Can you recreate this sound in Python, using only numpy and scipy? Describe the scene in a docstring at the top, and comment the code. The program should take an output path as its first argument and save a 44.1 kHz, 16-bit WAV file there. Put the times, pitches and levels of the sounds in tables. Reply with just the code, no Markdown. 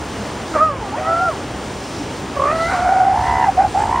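"""Young elephant seals spar on a beach. Surf and wind rumble and foam hisses from start to end.
A seal farther off grunts, then a near one gives two high, arching wails, the first with a brief undertone.
After a pause come a scuff of sand and two more grunts. At about 2.4 s a third wail starts with a
flutter and breaks into a rattling scream in three bouts, while the sand is scuffed again.
The rattle comes from the throat, which chops the tone into pulses about 65 times a second."""
import sys
import numpy as np
from scipy import signal
from scipy.fft import rfft, irfft, next_fast_len
from scipy.io import wavfile
from scipy.ndimage import uniform_filter1d, minimum_filter1d, map_coordinates

SR = 44100
rng = np.random.default_rng(int(sys.argv[2]) if len(sys.argv) > 2 else 0)


def unload_wav(signal):
    """Save mono or channel-first audio to the path in sys.argv[1] as 16-bit WAV at rate SR, clipped to [-1, 1]."""
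    wavfile.write(
        sys.argv[1],
        SR,
        np.round(np.clip(np.atleast_2d(signal).T, -1, 1) * 32767).astype(np.int16),
    )


N = 176400
TIME = np.arange(N) / SR

# the screaming throat (time [s], pitch [Hz], pulse rate [1/s], pulse length [s], timing scatter [s])
THROAT = [(2.7,774,112,0.016,.001),(2.8,708,83.3,0.029,.0005),(2.9,739,63.2,0.021,0.00042),(3.04,750,61.7,0.034,0.00032),(3.13,764,68,0.02,.0002),(3.18,890,55,0.01,.0001),(3.23,898,67,0.014,0.000084),(3.27,946,71,0.014,0.000061),(3.44,927,67.6,0.014,0.00013),(3.475,787,70,0.026,0.00027),(3.585,742,67,.024,.0001),(3.62,791,62,.017,0.00047),(3.75,762,89.5,0.016,.0005),(3.82,852,55,.014,0.00023),(3.89,893,54,0.011,0.000081),(3.955,993,67,0.012,0.00006),(4,970,55,0.015,0.000086)]


def amp(db):
    """Turn decibels into a gain."""
    return 10 ** (np.asarray(db) / 20)


def unit(x):
    """Scale a sound to an average (rms) level of 1."""
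    return x / np.sqrt(np.mean(x ** 2) + 1e-20)


def along(points, hz):
    """Read between (frequency, value) points on a log frequency axis."""
    freqs, values = np.transpose(points)
    return np.interp(np.log(hz + 1), np.log(freqs + 1), values)


def curves(rows):
    """Turn each column after the time into one value per sample."""
    times, *columns = np.transpose(rows)
    return [np.interp(TIME, times, column) for column in columns]


def gate(rows, fade_s=0.0036):
    """1 while a table lasts, fading to 0 outside it."""
    return np.clip(np.minimum(TIME - rows[0][0], rows[-1][0] - TIME) / fade_s + 1, 0, 1)


def wobble(rate):
    """A smooth random curve through `rate` points a second."""
    return map_coordinates(rng.standard_normal(int(N * rate / SR) + 4), [TIME * rate])


def phase_of(hz):
    """The running angle of a vibration whose frequency changes."""
    return 2 * np.pi * np.cumsum(hz) / SR


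def filtered(x, response):
    """Scale each frequency of a sound by response(hz)."""
    size = next_fast_len(N + SR // 2)
    return irfft(rfft(x, size) * response(np.fft.rfftfreq(size, 1 / SR)), size)[..., :N]


def colour(x, points):
    """Shape a sound's lows and highs with (frequency [Hz], gain [dB]) points."""
    return filtered(x, lambda hz: amp(along(points, hz)))


def stereo(mid, side):
    """Left and right, from what the ears share (mid) and what sets them apart (side)."""
    return np.array([mid + side, mid - side])


def surf(roar_db=-27, swell_db=0.72, gust_db=2.0):
    """The roar of the waves and a low wind, both nearly alike in the two ears."""
    # tone colour of the waves and of the wind (frequency [Hz], gain [dB])
    roar_colour = [(15, -32), (25, -27), (39, -10), (63, 0.5), (113, 0.5), (161, -2.5), (259, -1),
                   (399, -2.5), (443, -4), (669, -6), (876, -6), (971, -8.5), (3220, -20.5), (3500, -25.5),
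                   (4550, -84), (7700, -120)]
    wind_colour = [(20,-25),(45,7),(65,12),(100,8.5),(160,-5.5),(400,-62.5)]
    # strength of the wind (time [s], level [dB])
    wind_level = [(0,-49),(2.3,-56.5),(2.7,-29.5),(3.05,-41),(3.2,-27),(3.55,-38),(3.85,-34),(4,-24)]
    roar = unit(colour(rng.standard_normal((2, N)), roar_colour))
    roar *= amp(roar_db + swell_db * wobble(4.92))
    wind = unit(colour(rng.standard_normal((2, N)), wind_colour))
    wind *= amp(curves(wind_level)[0] + gust_db * wobble(7.5))
    return stereo(roar[0] + wind[0], amp(-19.5) * roar[1] + amp(-12.5) * wind[1])


def foam(gain_db=-1, spread_db=-6, flicker_db=0.6):
    """Foam hisses, more out of step between the ears the higher the frequency."""
    # strength of the hiss (time [s], relative level [dB])
    hiss_level = [(0.0, -38), (0.57, -37.5), (0.73, -44), (0.88, -39.5), (1.63, -38), (2.0, -35.5),
                  (2.06, -38), (2.55, -38), (2.62, -35), (3.06, -39.5), (3.32, -36.5), (3.56, -41),
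                  (3.78, -37), (4.0, -39.5)]
    # tone colour of its mid and side parts (frequency [Hz], gain [dB])
    mid_colour = [(1500,-27),(2800,3),(3600,3.5),(5500,3),(7500,-1.5),(9500,-6.5),(11000,-34),(15500,-16.5)]
    side_colour = [(3500,-63.5),(4800,-28),(6000,-12.5),(8000,-2.5),(10000,-6),(12500,-13.5),(15500,-11)]
    noise, other_noise = rng.standard_normal((2, N))
    mid = colour(noise, mid_colour)
    shifted = filtered(noise, lambda hz: 1j)  # by a quarter of a cycle
    side = colour(shifted + amp(spread_db) * other_noise, side_colour)
    return stereo(mid, side) / mid.std() * amp(curves(hiss_level)[0] + gain_db + flicker_db * wobble(12))


def beach_echo(x, side_db=-22.5):
    """A short echo from the sand and the bank."""
    # how long the echo lasts (frequency [Hz], time to fade by 60 dB [s])
    fade_times = [(200,0.22),(1500,0.29),(8000,0.039)]
    hz, t, spectrum = signal.stft(rng.standard_normal((2, SR // 2)), SR, nperseg=256)
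    fade = amp(-60 * t / along(fade_times, hz)[:, None])
    mid, side = signal.istft(spectrum * fade, SR, nperseg=256)[1]
    tail = stereo(mid, amp(side_db) * side) / np.linalg.norm(mid)
    return signal.fftconvolve(x[None], tail, axes=1)[:, :N]


def scuffs(grain_db=3.5, width_octaves=0.14):
    """Flippers and bellies slide over the sand in soft, grainy swells of noise."""
    # each scuff (time of peak [s], length [s], centre frequency [Hz], level [dB])
    slides = [(1.926,0.33,5430,-42.5),(2.653,0.33,4120,-42.5),(2.663,0.2,8900,-49.5),(3.812,0.25,7800,-46)]
    out = np.zeros(N)
    for when, length, centre, db in slides:
        sand = filtered(rng.standard_normal(N),
                        lambda hz: np.exp(-.5 * (np.log2((hz + 1) / centre) / width_octaves) ** 2))
        swell = np.exp(-(2 * (TIME - when) / length) ** 2)
        out += amp(db) * swell * unit(sand * amp(grain_db * wobble(200)))
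    return out


def grunts_and_undertone(rough=0.38, sag=0.73):
    """Short, falling tones: three far grunts, and an undertone at half pitch as the first wail breaks in."""
    # the second row is the undertone (time of peak [s], pitch [Hz], length [s], level [dB])
    low_tones = [(.22,204,0.069,-30.5),(0.539,319,0.18,-31),(2.013,293,0.03,-20),(2.23,192,0.093,-32)]
    out = np.zeros(N)
    for when, hz, length, db in low_tones:
        t = TIME - when
        swell = np.exp(-2 * (2 * t / length) ** 2)
        tone = np.sqrt(2) * np.sin(2 * np.pi * hz * t * (1 - sag * t))
        out += amp(db) * swell * tone * (1 + rough * wobble(120))
    return out


def whistle(waver=0.013, rough=0.38):
    """A husky second tone at its own pitch beats against the middle wail."""
    # the whistle's path (time [s], pitch [Hz], level [dB])
    glide = [(.97,729,-36),(1.03,752,-30.5),(1.11,775,-27),(1.18,749,-35),(1.225,739,-21),(1.255,772,-27),(1.285,763,-39)]
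    hz, db = curves(glide)
    tone = np.sqrt(2) * np.sin(phase_of(hz * (1 + waver * wobble(90))))
    return gate(glide) * amp(db) * tone * (1 + rough * wobble(150))


def wail(rows, gain_db=1.5, jitter=0.0205, flutter_bend=.1, rasp_hz=260, growl_hz=111.8):
    """A gliding voice of four harmonics (multiples of its pitch), shaken by hoarseness and flutter."""
    # how hoarse the voice is (time [s], roughness [0-1])
    hoarseness = [(.53,0.73),(.595,0.27),(.635,0.07),(.8,0.14),(.94,0.07),(.97,0.54),(1.08,0.29),(1.17,0.15),(1.23,0.14),(1.28,0.13),(1.34,0.37),(2.36,0.33),(2.55,0.16),(2.68,0.2),(2.72,0.77)]
    # the flutter that starts the last wail (time [s], beat rate [1/s], depth [0-1])
    flutter = [(2.359,31,.8),(2.388,35.5,.8),(2.433,57,.75),(2.465,61,.45),(2.485,71,.35),(2.53,71,.35),(2.57,71,.1)]
    hz, first_db, second_db, third_db = curves(rows)
    rough, = curves(hoarseness)
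    rate, depth = curves(flutter)
    started = TIME > flutter[0][0]
    beat = -depth * started * np.cos(phase_of(rate * started))
    phase = phase_of(hz * (1 + jitter * rough * wobble(150) + flutter_bend * np.clip(beat, -.5, .5)))
    # harmonic 4 fades above the throat's top resonance
    fourth_db = third_db - 7 - 0.5 * np.maximum(4 * hz - 2540, 0)
    tone = np.zeros(N)
    for k, db in enumerate([first_db, second_db, third_db, fourth_db], 1):
        husk = wobble(rasp_hz) * np.sin(k * phase) + wobble(rasp_hz) * np.cos(k * phase)
        tone += amp(db) * (np.sin(k * phase) + rough * husk / np.sqrt(2))
    # a second, slower vibration and one at half the pitch shake a hoarse voice
    growl = np.cos(phase_of(growl_hz * (1 + 0.059 * wobble(30))))
    tone *= 1 + rough * (0.56 * growl + 0.31 * np.cos(phase / 2))
    keep_level = np.sqrt(2 / (1 + rough ** 2 + started * depth ** 2 / 2))
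    return amp(gain_db) * gate(rows) * tone * (1 + beat) * keep_level


def rasp(starts, puff_share=0.22, puff_s=0.025):
    """Noise in the throat where the voice breaks; in the scream it puffs with each main pulse."""
    # strength of the rasp (time [s], level [dB])
    rasp_level = [(.52,-40),(.555,-25.5),(.6,-28.5),(.63,-58.5),(.945,-50),(.98,-29),(1.05,-39),(1.15,-36.5),(1.35,-54),(2.33,-50),(2.45,-29),(2.68,-40.5),(2.72,-21),(2.82,-27.5),(2.98,-31),(3.1,-31),(3.3,-28),(3.48,-31.5),(3.53,-44),(3.6,-24.5),(3.7,-53.5),(3.78,-31),(4,-33)]
    # the throat's broad resonances (frequency [Hz], gain [dB])
    throat_colour = [(250,-26.5),(600,1.5),(830,5.5),(1050,6),(1300,5),(1650,-2),(2050,1),(2400,-8.5),(3000,-21.5),(5000,-55)]
    kicks = np.zeros(N)
    kicks[starts] = 1
    puffs = signal.fftconvolve(kicks, np.hanning(int(2 * puff_s * SR) + 3) ** 2, "same")
    share = puff_share * (TIME > THROAT[0][0])
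    breath = unit(colour(rng.standard_normal(N), throat_colour))
    return breath * amp(curves(rasp_level)[0]) * (1 - share + share * unit(puffs))


def bursts(starts, sizes, hz, length, arch=0.27, taper=0.87):
    """Each pulse sounds a short tone whose pitch rises and falls; the run is held at an even level."""
    out = np.zeros(N + SR)
    hz, length = np.broadcast_to(hz, N), np.broadcast_to(length, N)
    for i, size in zip(starts, sizes):
        progress = np.arange(0, 1, 1 / (SR * length[i]))
        t = (progress - .5) * length[i]
        depth = arch * min(1, .013 / length[i]) ** 2  # longer pulses arch less
        bend = 1 + depth * (1 - 8 * (progress - .5) ** 2) / 6
        swell = np.abs(np.sin(np.pi * progress)) ** taper
        begin = max(i - len(t) // 2, 0)
        out[begin:begin + len(t)] += size * swell * np.sin(2 * np.pi * hz[i] * t * bend)
    power = uniform_filter1d(uniform_filter1d(out[:N] ** 2, size=1100), size=1100)
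    return out[:N] / np.sqrt(np.abs(power) + 1e-6)


def scream(low_hz=731, high_hz=1987, ring_s=.02, overtone_s=.0105, uneven_db=1.1):
    """Pulses of the throat set off its tone, two overtones and two resonances of steady pitch."""
    # one list per bout (time [s], relative tone level [dB], relative overtone level [dB])
    bouts = [
        [(2.68, -30, -27), (2.69, -29, -29), (2.738, -19, -26),
         (2.845,-16.5,-26),(2.898,-10.5,-23.5),(2.907,-19,-27),(2.928,-8,-26),(2.938,-16.5,-27.5),(2.996,-10.5,-27),
         (3.128, -14.5, -39), (3.264, -23, -32.5), (3.292, -15.5, -30.5), (3.368, -20.5, -35),
         (3.444, -13.5, -25.5), (3.458, -24.5, -30), (3.488, -7, -38), (3.53, -44, -56)],
        [(3.558,-43,-48),(3.574,-15,-42),(3.583,-7.5,-37),(3.625,-12,-26.5),(3.634,-28,-32),(3.643,-8.5,-34),(3.66,-16.5,-46),(3.685,-38,-57)],
        [(3.738,-42,-57),(3.747,-16.5,-41),(3.775,-13,-43),(3.82,-17.5,-32),(3.88,-21,-43),(3.92,-16,-37),(3.96,-15.5,-27.5),(4,-17.5,-44)],
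    ]
    # the two overtones (frequency [times the pitch])
    overtones = [1.917, 2.97]
    # a weaker pulse slips in halfway between the main ones (time [s], size [0-1])
    weak_pulses = [(2.72,0.7),(2.85,0.45),(3.15,0.01)]
    # the low resonance, which beats against the rising tone, and the high one (time [s], level [dB])
    low_level = [(3.12,-40),(3.17,-25),(3.3,-22),(3.44,-23),(3.5,-42),(3.8,-38),(3.97,-29)]
    high_level = [(3.2,-50),(3.27,-31),(3.46,-32),(3.5,-52)]
    hz, rate, length, scatter = curves(THROAT)
    starts = np.flatnonzero(np.diff(np.floor(2 * np.cumsum(rate) / SR)))  # weak and main take turns
    timing_error, size_error = rng.standard_normal((len(starts), 2)).T
    starts = np.clip(starts + timing_error * scatter[starts] * SR, 0, N - 1).astype(int)
    main = np.arange(len(starts)) % 2 == 1
    sizes = amp(uneven_db * size_error) * np.where(main, 1, curves(weak_pulses)[0][starts])
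    tone = bursts(starts, sizes, hz, length) * (1 + 0.18 * wobble(400))
    second, third = [unit(bursts(starts, sizes, ratio * hz, overtone_s) * (1 + 0.28 * wobble(600)))
                     for ratio in overtones]
    upper = amp(-1.2) * second + amp(-14) * third
    low_ring = -amp(curves(low_level)[0]) * bursts(starts[main], sizes[main], low_hz, ring_s)
    high_ring = amp(curves(high_level)[0]) * bursts(starts, sizes, high_hz, ring_s)
    out = rasp(starts[main]) + gate(high_level) * high_ring
    for bout in bouts:
        tone_db, upper_db = curves(bout)
        out += gate(bout) * (amp(tone_db - 1.3) * tone + low_ring + amp(upper_db) * upper)
    return out


def scene(pan_db=.4, echo_db=-20):
    """The seals, slightly to the right, over the surf."""
    # the three wails (time [s], pitch [Hz], relative levels of harmonics 1, 2 and 3 [dB])
    first_wail = [(0.535, 675, -44, -33, -49), (0.559, 630, -15.5, -16.5, -34), (0.573, 593, -21, -19, -45),
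                  (0.585, 564, -27, -21, -31), (0.6, 597, -32, -17, -44), (0.61, 618, -22, -8, -41),
                  (0.625, 629, -17, -9, -37), (0.649, 639, -23, -14.5, -44),
                  (0.679, 620.6, -40, -18.5, -41), (0.693, 601.5, -28, -20, -51),
                  (0.719, 560, -29, -29.5, -39), (0.797, 499, -48, -40, -58), (0.827, 430, -34, -30.5, -52),
                  (0.841, 412, -50, -32, -42), (0.875, 390, -37, -36, -39.5), (0.891, 387, -40, -49, -47),
                  (0.92, 387, -40, -38, -35.5)]
    middle_wail = [(0.92, 385.8, -35, -33, -42), (0.946, 439.5, -45, -23.5, -35.5),
                   (0.986, 617, -23.5, -41, -39.5), (1.01, 627, -28, -39, -48), (1.054, 632, -37, -25, -39),
                   (1.084, 653.6, -22.5, -20.5, -35), (1.136, 668, -20.5, -18, -57),
                   (1.16, 670, -26, -21, -37), (1.172, 683, -22, -20, -55), (1.198, 682.4, -31, -22, -44),
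                   (1.248, 706, -35, -21.5, -57), (1.288, 667, -20.5, -18.5, -44),
                   (1.3, 642, -19.5, -25, -55), (1.312, 597, -32, -27, -41), (1.354, 395, -42, -37, -51),
                   (1.36, 383, -48, -39, -39)]
    last_wail = [(2.355, 592, -31, -44, -35), (2.371, 543.5, -23, -25, -44), (2.383, 547.3, -30, -27, -43),
                 (2.389, 540, -19, -46, -49), (2.397, 527, -23, -21, -41),
                 (2.435, 548.2, -23.5, -19.5, -49), (2.511, 611.4, -24, -18.5, -27.5),
                 (2.545, 659.6, -23, -28, -37), (2.557, 647, -21.5, -23.5, -32),
                 (2.579, 652, -24, -32, -39), (2.605, 657, -22.5, -20, -32.5),
                 (2.649, 667, -20, -24.5, -26), (2.73, 707.9, -42, -29, -33)]
    seals = wail(first_wail) + wail(middle_wail) + wail(last_wail)
    seals += whistle() + scream() + grunts_and_undertone()
    echo = amp(echo_db) * beach_echo(seals)
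    return seals * amp([[-pan_db], [pan_db]]) + echo + scuffs() + surf() + foam()


def record(dry, ceiling=0.73, top_hz=15800):
    """Narrow the stereo image in the bass and upper mids, soften the loudest peaks, cut the top treble."""
    # gain of the left-right difference (frequency [Hz], gain [dB])
    side_gain = [(60,-15),(200,-15),(500,0.5),(1200,7),(1700,-23.5),(4000,-35),(6000,1)]
    pair = stereo((dry[0] + dry[1]) / 2, colour((dry[0] - dry[1]) / 2, side_gain))
    needed = np.minimum(1, ceiling / (np.abs(pair).max(axis=0) + 1e-9))
    gain = uniform_filter1d(minimum_filter1d(needed, size=400), size=400)
    return filtered(pair * gain, lambda hz: hz < top_hz)


dry = scene()
out = record(dry)
unload_wav(out)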